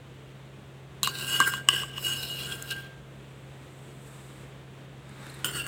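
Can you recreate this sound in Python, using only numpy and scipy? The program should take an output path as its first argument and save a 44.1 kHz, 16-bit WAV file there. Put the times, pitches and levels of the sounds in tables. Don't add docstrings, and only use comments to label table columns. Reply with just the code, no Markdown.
import sys
import numpy as np
from scipy import signal
from scipy.fft import rfft, irfft, next_fast_len
from scipy.io import wavfile
from scipy.ndimage import uniform_filter1d

SR = 44100
rng = np.random.default_rng(int(sys.argv[2]) if len(sys.argv) > 2 else 0)


def bounce(signal):
    frames = np.transpose(np.atleast_2d(signal))
    limited = np.clip(frames, -1, 1)
    pcm = np.round(limited * 32767).astype(np.int16)
    wavfile.write(sys.argv[1], SR, pcm)


def gain_from_db(level_db):
    decades = np.asarray(level_db, float) / 20
    return 10 ** decades


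N = 250047

# frequency in Hz, relative level in dB per Hz.
AIR_SPECTRUM = [(25, -34), (45, -11.5), (100, 4.5), (170, -2), (240, -0.5), (340, 3), (520, -1),
                (800, -6.5), (1500, -9.5), (3500, -13), (5000, -26), (8050, -23.5), (10500, -32),
                (15500, -34)]
# frequency in Hz, width of each resonance in Hz, rms level in dB.
MOTOR_NOTES = [(61.6, 16, -57.5), (133.9, 4.6, -44.5), (154, 40, -55), (204.8, 11, -57.5)]
# time in seconds, relative treble level in dB, middle level in dB.
RUSTLE_LEVELS = [(2.95, -70, -75), (3.3, -65.5, -66), (3.63, -63, -61), (3.86, -57, -87),
                 (3.99, -58.5, -73), (4.07, -52, -56.5), (4.43, -57, -52.5), (4.64, -81, -80),
                 (4.87, -74, -64), (5.1, -63, -53), (5.25, -53, -46.5), (5.44, -55, -49)]
# frequency in Hz, relative level in dB per Hz.
RUSTLE_SPECTRUM = [(4500, -12), (6000, -11), (8050, 3.5), (9500, -6.5), (11600, -11.5), (15500, -11.5)]
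# start in seconds, level in dB, centre in Hz, width in Hz, length in ms.
TICKS = [(5.093, -47, 8800, 2000, 1.7), (5.266, -38, 1790, 1500, 2.2), (5.266, -47, 9000, 6000, 3.0)]
# start in seconds, level in dB, length in ms.
PUFFS = [(5.296, -50.5, 6.7), (5.338, -53, 10), (5.388, -55.5, 6.8)]
# centre in Hz, width in Hz, level against the puff in dB.
PUFF_BANDS = [(3980, 450, 3), (9100, 860, 1.5), (11800, 3000, -4)]

FAMILY_EDGES_HZ = [950, 1300, 2200, 3500, 6000, 10000, 16000]
# frequency in Hz, width in Hz, relative level in dB, dB gained when the spoon is at the rim.
HELD_MODES = [(1072, 17, -8, -10), (1140, 64, -1.5, 3), (1257, 150, -12, 0.5), (1435, 71, -3.5, -10.5),
              (1548, 25, 7, -1), (1628, 50, -12.5, 23), (1973, 120, -5.5, 5.5), (2730, 20, -2, 2),
              (2827, 47, 8.5, 0), (2937, 50, 4, 11.5), (2960, 15, 5, -7), (3010, 30, -25, -16),
              (3530, 92, -19, -10), (3250, 110, -21, -28), (3824, 120, -12.5, -15.5),
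              (4026, 180, -8.5, -10), (4820, 210, -21.5, 22.5), (5340, 59, -9, 18.5), (6670, 130, -14, 2),
              (7470, 410, -16, 4), (7970, 190, -13.5, 12), (9320, 89, -14.5, -6.5), (9200, 53, -48, 18),
              (10890, 30, -14, -1.5), (11540, 400, -30.5, -1), (12520, 310, -39, 7),
              (12800, 140, -28.5, -11), (13100, 140, -24.5, -5), (14100, 100, -34, -1),
              (14600, 220, -20, -3)]
RESTING_MODES = [(1210, 1200, -14, 1.5), (1445, 72, 0, 1.5), (1627, 20, -11, -14), (1710, 6.6, -51, 18),
                 (1880, 32, -33, 0), (2770, 21, 2, -6.5), (2890, 36, -4.5, -5.5), (2947, 28, -4, 8.5),
                 (3060, 25, -9, 14), (4440, 50, -24, -6), (5100, 21, -25.5, 2), (6000, 67, -30, 2),
                 (6450, 43, -13, 6), (7270, 8.3, 2, 6.5), (8000, 40, -9, 2), (8200, 120, -14, -4),
                 (8850, 49, -5.5, 6.5), (10140, 220, -19, 6.5), (11100, 90, -23, 0.5), (12000, 65, -21, -4),
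                 (13400, 160, -24, 6), (14400, 60, -19, 0), (15100, 41, -10, 5)]
TABLE_GAIN_DB = [0.5, 3, 2.5, 0, .3, 1.5]
# time in seconds, place from about -1 deep in the bowl to 1 at the rim.
SPOON_PLACE = [(1.0, -0.92), (1.3, -0.32), (1.6, -0.83), (1.68, 0.91), (1.9, 1), (2.1, -0.088),
               (2.25, -0.71), (2.5, -0.91), (2.7, -0.78), (2.95, -1.12), (5.4, 1), (5.5, 0.56),
               (5.55, -1.34), (5.67, -0.78)]
# time in seconds, then relative levels in dB of family one, two, three, four, the top two.
TAPS = [(1.0315, -27, -38, -26, -17.5, -20.5), (1.0367, -45, -48, -24, -29, -28),
        (1.0462, -40, -44, -28, -24.5, -31), (1.074, -20.5, -28, -44, -23, -27.5),
        (1.1867, -48, -47, -42, -30, -38), (1.4026, -12, -53, -22, -23.5, -20),
        (1.425, -25, -28, -47, -44, -42), (1.5371, -26, -24, -33, -34, -40),
        (1.6874, -20, -16.5, -8, -23.5, -18), (1.8344, -32.5, -44, -34, -54, -45),
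        (1.9809, -37.5, -49, -27.5, -43, -51), (2.5217, -60, -43, -23.5, -50, -54.5),
        (2.6244, -59, -53, -48, -52, -31.5), (2.71, -55, -37, -39.5, -30.5, -35.5),
        (5.445, -21, -22, -19.5, -24.5, -27), (5.6654, -27.5, -33, -48, -45, -32.5)]
TAP_COLUMN = [1, 2, 3, 4, 5, 5]
RASP_DB = [-33, -27, -18, -31, -8, -5]
CRACK_DB = [4, -14, -26, -11, 7.5, -41]
PRESSED_DB = [-10, -8.5, -5, -11, -4, -3.5]
FREE_DB = [-2, -11, -17, -11, -11, -25]
WANDER_DB = [2.8, 3, 2.44, 2.1, 3.9, 3.5]

# time in seconds, treble rasp in dB,
# low tones against it in dB, middle tones against it in dB, how freely the wall sings in dB.
STROKES = [
    [(1.04, -38, 6, 7, 6.5), (1.06, -40.5, -16, 5, -2.5), (1.092, -44.5, -7, 10.5, 5.5),
     (1.13, -48.5, 11, -4, -6.5), (1.16, -44.5, 3.5, 3.5, -3), (1.27, -40, 0.5, 2, -1.5),
     (1.345, -34, -1, 6.5, 3.5), (1.385, -37.5, -4.5, 6, 1.5), (1.412, -39.5, 21.5, 9, 3),
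     (1.448, -42, -3, 10.5, 2), (1.476, -33, 8.5, -14, -2), (1.518, -42.5, 4.5, 3, -0.5),
     (1.546, -47.5, 1, 14, 4.5), (1.582, -50.5, 13.5, 2, 2), (1.67, -66, 4, 10, 0.5)],
    [(1.7, -43, -3, 7.5, -3), (1.738, -40.5, 6, 8.5, -1.5), (1.756, -38, -4, 4.5, -2.5),
     (1.83, -46.5, 2.5, 9.5, -2), (1.88, -56, 4, 7.5, -2.5), (1.925, -60, 8, 9, -2.5)],
    [(1.955, -54, -4, 9, 0), (1.984, -46, -1, 10, -0.5), (2.006, -43, -20, -7.5, -1.5),
     (2.03, -41, -13, -1.5, -1), (2.05, -35, -20, 2, 5), (2.095, -36, -2.5, 5, 2), (2.15, -41, -5, 6.5, 2),
     (2.2, -42, -6.5, 3.5, 2.5), (2.276, -45, -9.5, -0.5, 0), (2.31, -46, -9, 6, 9),
     (2.4, -46, 0.5, 4.5, -5), (2.454, -46.5, -2.5, 10.5, 0.5), (2.485, -46, 11, 2.5, -4.5),
     (2.52, -45.5, 8, 7.5, -4.5), (2.57, -47.5, 2.5, 0.5, -5), (2.66, -53, 10, -3.5, -6.5)],
    [(2.69, -46.5, -5, 1.5, -1.5), (2.72, -42, -5, 8.5, -2), (2.738, -52, -4.5, 12, 1.5),
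     (2.775, -56, 7, 6.5, -5), (2.91, -73.5, 2, 10.5, -3.5), (2.95, -79, 17, 17, -2)],
]
SLIDE = [(5.452, -29, -13, 0, .5), (5.49, -42, 1.5, 6, .5), (5.522, -43.5, 3.5, 2, .5),
         (5.558, -38, 9, -3, 0.17), (5.588, -39, 6, 1, .5), (5.616, -45, 0.5, 3, .5),
         (5.656, -47.5, 9, -0.5, 0.43), (5.67, -52, 8, 9, .5)]
# level against the rasp in dB, share of the low tones,
# share of the middle tones, dB gained at the rim, dB lost per dB of free singing.
FOLLOWS = [(-5.5, 0.86, 0.017, 4, -0.7), (1, 0.62, 0.038, 1, -0.14), (1, -0.078, 1.0, -2, 0.86),
           (-8, -0.4, 0.056, -3, 0.05), (-1, 0.12, 0.065, -2.8, 0.14), (-4, -0.18, 0, -0.9, 0.4)]
# time in seconds, gain of the fourth family in dB.
FOURTH_FAMILY_SWELL = [(1.04, -2), (1.15, 10.5), (1.28, 2.5), (1.36, -8), (1.6, -10), (1.9, 3), (2.15, 0.5),
                       (2.28, 2.5), (2.45, 0.5), (2.601, -4), (2.71, 4.5), (2.9, 5.5)]
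# time in seconds, third against the rasp in dB, fourth in dB.
UPPER_TONES = [(1.04, -14, -24), (1.095, -2, -14), (1.15, -12, -18), (1.25, -14, -14), (1.4, -10.5, -12),
               (1.46, -19, -11), (1.6, -10, -11), (1.75, -15, -28), (1.97, -29, -13), (2.07, -12, -17),
               (2.15, -15, -16), (2.19, -21, 0), (2.33, -18, -13), (2.5, -22, -9.5), (2.73, -15.5, -12)]
OVERTONE_HZ = [6650, 7550, 9130, 10350, 12000]
# width in Hz, level against the second tone in dB.
OVERTONES = [(48.6, -15), (43, -15.5), (54, -46), (50, -30), (50, -19)]
# time in seconds, starting level in dB.
FREE_RINGS = [(1.402, -29.5), (1.69, -49), (2.09, -69.5), (2.713, -32.5)]


def rms_one(x):
    return x / np.sqrt(np.mean(x ** 2) + 1e-20)


def in_time(rows):
    s, *columns = np.transpose(rows)
    return [np.interp(np.arange(N) / SR, s, column, left=-120, right=-120) for column in columns]


def drift(rate_hz):
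    r = np.exp(-80 * np.pi * rate_hz / SR)
    slow = signal.lfilter([1], [1, -2 * r, r * r], rng.standard_normal(N // 40 + 2002))[2000:]
    return np.interp(np.arange(N) / 40, np.arange(len(slow)), rms_one(slow))


def resonate(x, hz, width_hz):
    r = np.exp(-np.pi * max(width_hz, 1) / SR)
    top = np.array([1, 0, -1]) * (1 - r * r) / 2
    return signal.lfilter(top, [1, -2 * r * np.cos(2 * np.pi * hz / SR), r * r], x + 1e-18)


def band(x, low_hz, high_hz):
    return signal.sosfilt(signal.butter(2, [low_hz, high_hz], "band", fs=SR, output="sos"), x)


def coloured(points):
    hz, level_db = np.transpose(points)
    size = next_fast_len(N)
    shape = gain_from_db(np.interp(np.log(np.fft.rfftfreq(size, 1 / SR) + 1), np.log(hz), level_db))
    return rms_one(irfft(rfft(rng.standard_normal(size)) * shape, size)[:N])


def room_air():
    return gain_from_db(-46.5 + 0.57 * drift(3.3)) * coloured(AIR_SPECTRUM)


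def motor_hum():
    out = np.zeros(N)
    for hz, width, level_db in MOTOR_NOTES:
        noise = rng.standard_normal(N + SR)
        note = rms_one(resonate(resonate(noise, hz, width), hz, width)[SR:])
        if width < 5:
            note = note + 20.0 * np.sqrt(2) * np.sin(2 * np.pi * hz * np.arange(N) / SR)
        out += gain_from_db(level_db) * rms_one(note)
    return out


def kitchen(x):
    t60_s, wall_cut_hz = 0.25, 3500
    size = next_fast_len(N + SR)
    w = 2 * np.pi * np.fft.rfftfreq(size, 1 / SR)
    dull = 1 / (1 + 1j * w / (2 * np.pi * wall_cut_hz))
    response = 0
    lags_s = np.geomspace(0.009, 0.037, 10) * rng.uniform(0.95, 1.05, 10)
    for k, lag in enumerate(lags_s):
        loop = gain_from_db(-60 * lag / t60_s) * dull * np.exp(-1j * w * lag)
        response = response + (-1) ** k * loop / (1 - loop)
    return irfft(rfft(x, size) * response, size)[:N]


def arm_rustle():
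    treble_db, middle_db = in_time(RUSTLE_LEVELS)
    bright = coloured([(3000, -59)] + RUSTLE_SPECTRUM + [(17000, -58.5)])
    brush = rng.standard_normal(N)
    dull = band(brush, 680, 2200) + 0.94 * resonate(brush, 3600, 230.0) + 1.8 * resonate(brush, 270, 140.0)
    hiss = gain_from_db(treble_db - 2.5 + 0.5 * drift(15.0)) * bright
    return hiss + gain_from_db(middle_db + 1.1 * drift(27.0)) * rms_one(dull)


def ticks_and_puffs():
    noise, out = rng.standard_normal(N), np.zeros(N)
    puffs = [(s, level_db + band_db, hz, width, ms)
             for s, level_db, ms in PUFFS for hz, width, band_db in PUFF_BANDS]
    for s, level_db, hz, width, ms in TICKS + puffs:
        u = np.maximum(np.arange(N) / SR - s, 0) / (ms / 1000)
        piece = rms_one(band(noise, max(hz - width / 2, 100), min(hz + width / 2, 18000)))
        out += gain_from_db(level_db) * piece * 2 * u * np.exp(1 - 2 * u)
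    return out


def free_ring():
    attack_s, loss_db_per_s = 0.0023, 88
    beat_hz, beat_depth = 14.8, 0.6
    out = np.zeros(N)
    for s, level_db in FREE_RINGS:
        t = np.maximum(np.arange(N) / SR - s, 0)
        pair = np.abs(1 + beat_depth * np.exp(2j * np.pi * beat_hz * t)) / (1 + beat_depth)
        out += gain_from_db(level_db - loss_db_per_s * t) * (1 - np.exp(-t / attack_s)) * pair
    return out


def wall_tone(hz, width_hz, rough):
    r = np.exp(-np.pi * max(width_hz, 1) / SR)
    shaken = signal.lfilter([1], [1, -r], rng.standard_normal(N) + 1j * rng.standard_normal(N))
    shaken = shaken / np.sqrt(np.mean(np.abs(shaken) ** 2))
    turning = np.exp(2j * np.pi * np.cumsum(hz) / SR)
    return np.sqrt(2 / (1 + rough ** 2)) * np.real((1 + rough * shaken) * turning)


def singing(stroke):
    s, rasp_db, low_db, middle_db, free_db = np.transpose(stroke)
    lowest_db = rasp_db + low_db + 0.26 * free_db - 5
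    second_db = rasp_db + middle_db + free_db - 4
    rasp_db, lowest_db, second_db = in_time(np.transpose([s, rasp_db, lowest_db, second_db]))
    tone_s, third_db, fourth_db = np.transpose(UPPER_TONES)
    third_db = np.interp(np.arange(N) / SR, tone_s, third_db)
    fourth_db = np.interp(np.arange(N) / SR, tone_s, fourth_db)
    second_hz = 2877 + 1.5 * (np.clip(second_db, -65, -25) + 38)
    out = (gain_from_db(lowest_db + 1.5 * drift(6.0)) + free_ring()) * wall_tone(np.full(N, 1591), 18.0, rough=0.2)
    out += gain_from_db(second_db) * wall_tone(second_hz, 32.0, rough=0.38)
    out += gain_from_db(rasp_db + third_db) * wall_tone(np.full(N, 4560), 31.0, rough=1.0)
    out += gain_from_db(rasp_db + fourth_db) * wall_tone(np.full(N, 5230), 30.0, rough=1.0)
    for hz, (width, level_db) in zip(OVERTONE_HZ, OVERTONES):
        height = gain_from_db(second_db + level_db + 1.6 * drift(4.3))
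        out += height * wall_tone(np.full(N, hz), width, rough=4.6)
    return out


def rubbing(stroke):
    s, rasp_db, low_db, middle_db, free_db = np.transpose(stroke)
    place = np.interp(s, *np.transpose(SPOON_PLACE))
    columns = [s]
    for level_db, low, middle, rim_db, lost in FOLLOWS:
        tones_db = low * low_db + middle * middle_db
        columns.append(rasp_db + level_db + tones_db + rim_db * place - lost * free_db)
    return in_time(np.transpose(columns))


def grit(per_s, spread_db, judder_db):
    sizes = gain_from_db(spread_db * np.minimum(rng.exponential(1, N), 4)) * rng.choice([-1, 1], N)
    return rms_one(sizes * (rng.random(N) < per_s / SR) * gain_from_db(judder_db * drift(63.0)))


def steel(modes, rubbed_db, taps):
    modes, taps, out = np.array(modes), np.array(taps), np.zeros(N)
    catches = grit(6000.0, spread_db=1.5, judder_db=1.5)
    tap_at = np.round(taps[:, 0] * SR).astype(int)
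    place = np.interp(np.arange(N) / SR, *np.transpose(SPOON_PLACE))
    t = np.arange(SR // 100) / SR
    crack = rng.standard_normal(len(t)) * np.exp(-t / 0.0004)
    pressed_width_hz = 137
    for k, level_db in enumerate(rubbed_db):
        low, high = FAMILY_EDGES_HZ[k], FAMILY_EDGES_HZ[k + 1]
        family = modes[(modes[:, 0] >= low) & (modes[:, 0] < high)]
        rub, blows = catches * gain_from_db(level_db), np.zeros(N)
        blows[tap_at] = gain_from_db(taps[:, TAP_COLUMN[k]])
        toneless = rub * gain_from_db(RASP_DB[k]) + signal.fftconvolve(blows, crack)[:N] * gain_from_db(CRACK_DB[k])
        out += band(band(toneless, low, high), low, high) / np.sqrt((high - low) / (SR / 2))
        if k == 0:
            out += gain_from_db(0.5) * resonate(4.3 * rub + 10.0 * blows, 372, 130)
        heights, widths = gain_from_db(family[:, 2]), family[:, 1]
        steady = np.sqrt(np.sum(heights ** 2 * np.pi * widths / SR))
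        struck = np.sqrt(np.sum((heights * 2 * np.pi * widths / SR) ** 2))
        for hz, width, level, rim_db in family:
            mode_db = level + rim_db * place
            coupling = gain_from_db(mode_db + WANDER_DB[k] * drift(6.3) - 7.5)
            hit = blows * gain_from_db(mode_db + 0.51 * drift(11.0)) / struck
            out += resonate(rub * coupling / steady + hit * gain_from_db(FREE_DB[k]), hz, width)
            wide = width + pressed_width_hz
            push = hit * gain_from_db(PRESSED_DB[k]) * np.e * width / wide
            out += resonate(resonate(push, hz, wide), hz, wide)
    return out


def scene():
    room = room_air() + motor_hum() + arm_rustle() + ticks_and_puffs()
    taps_in_hand = [row for row in TAPS if row[0] < 4]
    taps_on_table = TAPS[len(taps_in_hand):]
    strokes = np.concatenate(STROKES)
    held_db = np.array(rubbing(strokes))
    held_db[3] += np.interp(np.arange(N) / SR, *np.transpose(FOURTH_FAMILY_SWELL))
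    table_db = np.array(rubbing(SLIDE)) + np.c_[TABLE_GAIN_DB]
    metal = steel(HELD_MODES, held_db, taps_in_hand) + singing(strokes)
    metal += steel(RESTING_MODES, table_db, taps_on_table)
    return (metal + gain_from_db(-25) * kitchen(metal) + room)[None]


def top_cut(x):
    return signal.sosfilt(signal.butter(12, 16730, fs=SR, output="sos"), x)


def record(dry):
    duck_db, open_from_db, open_span_db = 5, -57.5, 22.5
    power = uniform_filter1d(band(dry[0], 1900, 8500) ** 2, size=900)
    opened = np.clip((10 * np.log10(power + 1e-12) - open_from_db) / open_span_db, 0, 1)
    fall = 19.0 * np.arange(N) / SR
    opened = np.maximum.accumulate(opened + fall) - fall
    ducked = dry * gain_from_db(-duck_db * (1 - uniform_filter1d(opened, size=600)))
    rounded = 1.1 * np.tanh(ducked / 1.1)
    return top_cut(rounded)


dry = scene()
out = record(dry)
bounce(out)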